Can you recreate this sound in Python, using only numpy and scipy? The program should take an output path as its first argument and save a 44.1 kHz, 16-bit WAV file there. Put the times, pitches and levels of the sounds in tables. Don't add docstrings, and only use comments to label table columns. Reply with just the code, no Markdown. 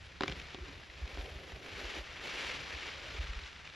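import sys
import numpy as np
from scipy import signal
from scipy.fft import rfft, irfft, next_fast_len
from scipy.io import wavfile
from scipy.ndimage import uniform_filter1d

SR = 44100
rng = np.random.default_rng(int(sys.argv[2]) if len(sys.argv) > 2 else 0)


def amplitude_ratio(level_db):
    exponent = np.asarray(level_db, float) / 20
    return 10 ** exponent


def put_to_file(sound):
    columns = np.atleast_2d(sound).T
    safe = np.clip(columns, -1, 1)
    whole_steps = np.round(safe * 32767)
    wavfile.write(sys.argv[1], SR, whole_steps.astype(np.int16))


N = 165375

# time in seconds, patter level in dB,
# tub drumming in dB relative to the patter, fine dust in dB relative to the patter.
POWDER_FLOW = [(0, -58.5, -11, -26), (.065, -58, -11, -19), (.11, -58, -11, -28), (.19, -58, -10, -28),
               (.3, -51.5, -4, -28), (.55, -54, -8, -28), (.95, -56, -8, -28), (1.19, -51.5, -3, -29),
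               (1.36, -56, -3, -27), (1.45, -54.5, -4, -27), (1.6, -54.5, -5, -28), (1.8, -47.5, -7.5, -27),
               (1.97, -45.5, -8.5, -26.5), (2.03, -51, -7, -26), (2.19, -51.5, -10, -27),
               (2.26, -45.5, -5, -25), (2.39, -44, -8, -23), (2.53, -43, -9, -23.5), (2.59, -48, -9, -26),
               (2.66, -49, -7, -27), (2.78, -46.5, -12, -27), (2.9, -47, -15, -28), (3.02, -51, -10, -28),
               (3.21, -48, -9.5, -27.5), (3.33, -51.5, -11, -26.5), (3.47, -52, -17, -25.5),
               (3.54, -56, -12, -25), (3.69, -54, -17, -26), (3.75, -55, -12, -26)]
# start in seconds, peak in dB, tub ring in dB relative to the crack,
# centre of the crack in Hz.
CLUMP_CRACKS = [(0.0655, -40, -27, 3200), (0.1171, -43.5, -25, 2070), (0.1555, -43, -26, 1820),
                (0.2079, -20.5, -12.5, 990), (0.2206, -29, -12.5, 1910), (0.2343, -19.5, -13.5, 1600),
                (0.2582, -37, -9.5, 1310), (0.2795, -24.5, -16, 2530), (0.2965, -30, -12, 2370),
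                (0.3157, -31.5, -18, 1420), (0.3214, -30, -15, 3020), (0.3979, -31, -30, 2500),
                (0.4151, -35, -23, 2330), (0.4876, -41, -29, 2010), (0.5448, -30, -12, 1000),
                (0.5842, -42, -4.5, 2650), (0.6805, -38.5, -10.5, 1380), (0.7269, -40.5, -12.5, 1970),
                (0.7752, -40.5, -20, 2240), (0.7993, -42, -23, 1740), (0.8325, -39, -23, 2020),
                (0.8984, -38, -27, 2220), (1.066, -42, -20, 2610), (1.0752, -36, -16.5, 2220),
                (1.1719, -33, -12, 902), (1.1818, -38, -12, 1810), (1.2094, -37, -20, 1600),
                (1.2571, -37.5, -10, 2820), (1.5195, -36, -13, 1590), (1.3866, -41, -16, 1800),
                (1.5972, -39, -16, 2020), (1.6605, -36, -20, 2720), (2.1943, -34, -17, 2530),
                (2.2387, -35, -19, 2300), (2.2706, -32, -22, 2090), (2.2929, -32, -24, 2140),
                (2.7041, -35, -22, 2300), (2.75, -34, -26, 2450), (3.1656, -35, -22, 2010),
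                (3.3327, -34, -27, 1880), (3.3881, -36, -30, 2330), (3.435, -37, -30, 4200),
                (3.5278, -39, -27, 2220), (3.5602, -39, -27, 2100), (3.6525, -40, -30, 2480),
                (3.6724, -34, -36, 2500), (3.6974, -38, -30, 3500)]
# middle in seconds, peak in dB, pitch in Hz, length in seconds.
STAND_BUMPS = [(0.305, -41.5, 70.4, 0.038), (0.367, -49, 80, 0.032), (0.439, -47, 50, .03),
               (0.626, -40, 64, 0.037), (.9, -50, 60, .02), (0.968, -49, 70, .025), (1.031, -36, 62, .022),
               (1.047, -35, 60, .022), (1.148, -41, 55, 0.027), (1.196, -34, 54.7, .03),
               (1.238, -41, 60, .03), (1.321, -44.5, 65, 0.027), (1.363, -42, 54.7, .025),
               (1.541, -42.5, 63, 0.03), (1.729, -47, 75, .03), (1.856, -39.5, 54.7, .04),
               (1.998, -41, 60, 0.05), (2.099, -48, 55, 0.027), (2.191, -49, 55, .03), (2.46, -46, 60, .03),
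               (2.56, -46, 55, .03), (2.753, -41.5, 69, 0.035), (3.152, -44, 65, .025),
               (3.203, -29.5, 62.4, 0.029), (3.247, -39.5, 55, .025), (3.304, -33.5, 52, 0.028),
               (3.373, -34.5, 52, 0.025), (3.438, -44.5, 68, 0.041)]
# middle in seconds, peak in dB, pitch in Hz, length in seconds.
LUMP_THUDS = [(.26, -46, 330, .03), (.3, -46, 150, .06), (.586, -48, 380, .012), (.635, -52, 350, .03),
              (.69, -52, 300, .02), (1.27, -51, 520, .025), (1.42, -54, 410, .025), (1.64, -52, 395, .05),
              (1.9, -52, 400, .07), (2.53, -50, 570, .03), (2.6, -52, 140, .05), (2.71, -54, 430, .03),
              (2.84, -51, 435, .03), (2.99, -54, 550, .04), (3.06, -52, 575, .025), (3.16, -51, 440, .018),
              (3.26, -52, 140, .06)]
# pitch in Hz, level in dB, time to fade by 60 dB in seconds.
TUB_NOTES = [(390.4, -1, 0.044), (300, -7, 0.055), (540, -4.5, 0.033), (740, 1, .016), (1000, 1.5, .012)]

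# frequency in Hz, level in dB.
GRAIN_TONE = [(300, -18.5), (800, -8), (1500, -3.5), (2300, -1.5), (3600, -5.5), (5500, -12.5), (7500, -23),
              (11000, -68)]
# frequency in Hz, level in dB.
DUST_TONE = [(3000, -43), (6500, 2), (8500, 15), (10500, -.5), (12000, -18), (13200, -21), (14500, -45)]
# frequency in Hz, level in dB.
DRUM_TONE = [(120, -13), (220, -8), (300, -2), (400, 0), (560, -2), (800, -8), (1500, -30)]
# frequency in Hz, level in dB.
HOLLOW_TONE = [(900, -26), (1600, -11), (1840, -4), (2000, -8), (2230, 1), (2520, -6), (2750, -1),
               (3700, -14), (7000, -40)]
# frequency in Hz, level in dB.
ROOM_TONE = [(60, -2), (300, -1), (600, 0), (1400, -2), (1780, 4.5), (2100, -0.5), (3400, -10), (5000, -30)]
# frequency in Hz, level in dB per Hz.
RUMBLE_TONE = [(20, -25), (35, -11), (55, -3.5), (72, -2.5), (95, -10), (150, -12.5), (250, -23.5),
               (500, -65.5)]
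# frequency in Hz, level in dB.
WALL_TONE = [(200, -1), (2000, -2), (3500, -15), (7000, -43)]
# frequency in Hz, lead in radians.
LEFT_LEAD = [(20, 0), (4200, 0), (5200, -.2), (6200, -.5), (6900, -.9), (7600, -2.1), (8250, -np.pi),
             (9000, -4.1), (10000, -5.2), (10900, -2 * np.pi), (12200, -2 * np.pi), (13500, -7.5)]
# frequency in Hz, level in dB.
LEFT_EXTRA = [(250, -.7), (1000, .2), (2200, 1.7), (5000, .6), (7000, 0)]
# frequency in Hz, level in dB.
MIC_TREBLE = [(9000, 0), (11500, -3), (12300, -5), (13000, -11), (13600, -20), (14500, -28)]


def read(table, hz):
    table = np.array(table, float)
    return np.interp(np.log(hz + 1), np.log(table[:, 0] + 1), table[:, 1])


def colour(x, table):
    size = next_fast_len(N + 8192)
    log_gain = read(table, np.fft.rfftfreq(8192, 1 / SR)) * np.log(10) / 20
    ceps = irfft(log_gain)
    ceps[1:4096] *= 2
    ceps[4097:] = 0
    response = irfft(np.exp(rfft(ceps)))
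    y = irfft(rfft(x, size) * rfft(response, size), size)[:N]
    return y / np.sqrt(np.mean(y ** 2))


def walk(rate):
    hold = int(SR / rate)
    steps = np.repeat(rng.standard_normal(N // hold + 1), hold)
    return 1.35 * uniform_filter1d(uniform_filter1d(steps, hold), hold)[:N]


def ticks(per_s, spread_db):
    draw = rng.random(N) * SR / per_s
    size = amplitude_ratio(-spread_db * np.log(np.minimum(draw, 1) + .02))
    x = np.where(draw < 1, size, 0.)
    x = x * np.sign(np.sin(draw * 999))
    return x / x.std()


def specks(per_s, spread_db, hiss):
    hiss = np.clip(hiss, 0, 1)
    return np.sqrt(1 - hiss) * ticks(per_s, spread_db) + np.sqrt(hiss) * rng.standard_normal(N)


def powder(t):
    rows = np.array(POWDER_FLOW).T
    level, tub_db, dust_db = (np.interp(t, rows[0], r) for r in rows[1:])
    flurry = amplitude_ratio(level + 1.2 + .3 * walk(16) + 1.1 * walk(110))

    fall = specks(per_s=3000, spread_db=3.5, hiss=.49)
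    dust = amplitude_ratio(dust_db + .6 * walk(25)) * colour(fall, DUST_TONE)
    grains = colour(fall, GRAIN_TONE) + dust

    hollow_db = -5.5 + .6 * (level + 45)
    hollow = amplitude_ratio(hollow_db) * colour(specks(900, 3., .3), HOLLOW_TONE)
    drum = amplitude_ratio(tub_db + 1.8 * walk(22)) * colour(specks(700, 2.7, .52), DRUM_TONE)
    room = amplitude_ratio(-9.5 + .7 * walk(10)) * colour(specks(2000, 2.4, .62), ROOM_TONE)
    mic_hiss = amplitude_ratio(-84) * colour(rng.standard_normal(N), DUST_TONE)
    return flurry * (grains + hollow + drum) + mic_hiss, flurry * room


def rumble():
    return amplitude_ratio(-57 + 2.8 * walk(14)) * colour(rng.standard_normal(N), RUMBLE_TONE)


def tub_ring(t):
    ring = 0
    for db, hz, t60 in ((db, hz, t60) for hz, db, t60 in TUB_NOTES):
        onset = 1 - np.exp(-t / .0004)
        ring = ring + amplitude_ratio(db) * np.sin(2 * np.pi * hz * t) * onset * 1000 ** (-t / t60)
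    return np.roll(ring * (t < .09), 70)


def cracks():
    size = 4096
    out, t = np.zeros(N + size), np.arange(size) / SR
    ring = tub_ring(t)
    f = np.fft.rfftfreq(size, 1 / SR)
    grain_tone = amplitude_ratio(np.maximum(read(GRAIN_TONE, f), -48) * .72)
    bright_peak = .6 / (1 + ((f - 3800) / 500.) ** 2)
    for s, db, tub_db, hz in CLUMP_CRACKS:
        softness = np.abs(db + 21)
        width = .0006 + .0001 * softness
        crumbs = amplitude_ratio(-12) * (1 - np.exp(-t / width)) * np.exp(-t / .009)
        snap = np.exp(-(t / width - 1.2) ** 2) + crumbs
        clump_peak = 1 / (1 + ((f - hz) / 500.) ** 2)
        tone = grain_tone * (.4 + clump_peak + bright_peak)
        burst = snap * irfft(rfft(rng.standard_normal(size)) * tone)
        burst = burst / np.abs(burst).max()
        level = amplitude_ratio(db + .6 - .25 * softness)
        i = int(s * SR)
        out[i:i + size] += level * (burst + amplitude_ratio(tub_db + 6) * ring)
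    return out[:N]


def thuds(t):
    out, rise_per_s, wobble_depth = 0, .6, .11
    wobble = np.cumsum(walk(130)) / SR
    waver = amplitude_ratio(-3 + 3.5 * walk(90))
    for s, db, hz, length in LUMP_THUDS:
        u = np.clip(t - s, -.25, .25)
        swell = np.exp(-(u / length) ** 2)
        turns = hz * (u + rise_per_s * u ** 2 / 2 + wobble_depth * wobble)
        out = out + amplitude_ratio(db) * swell * np.sin(2 * np.pi * turns)
    return out * waver


def bumps(t):
    out, sag_per_s = 0, 12
    for s, db, hz, length in STAND_BUMPS:
        u = np.clip(t - s, -.1, .1)
        swell = np.exp(-(u / (length * np.where(u < 0, .45, .65))) ** 2)
        out = out + amplitude_ratio(db) * swell * np.cos(2 * np.pi * hz * (u - sag_per_s * u ** 2 / 2))
    return out


def scene():
    t = np.arange(N) / SR
    near, room = powder(t)
    shake = rumble()
    snaps = cracks()
    middle = near + shake + snaps + thuds(t) + bumps(t)
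    echo = amplitude_ratio(-14) * snaps.std() * colour(np.roll(snaps, 70), WALL_TONE)
    side_rumble = amplitude_ratio(-71) * colour(rng.standard_normal(N), RUMBLE_TONE)
    side = room + echo + side_rumble
    return middle + side * np.array([[1], [-1]])


def top_cut(x):
    return signal.sosfilt(signal.butter(12, 13640, fs=SR, output="sos"), x)


def record(dry):
    f = np.fft.rfftfreq(N, 1 / SR)
    lead = np.exp(.5j * read(LEFT_LEAD, f)) * amplitude_ratio(read(LEFT_EXTRA, f) / 2)
    ports = np.array([lead, 1 / lead]) * amplitude_ratio(read(MIC_TREBLE, f))
    mix = irfft(rfft(dry) * ports, N)
    return top_cut(mix)


dry = scene()
out = record(dry)
put_to_file(out)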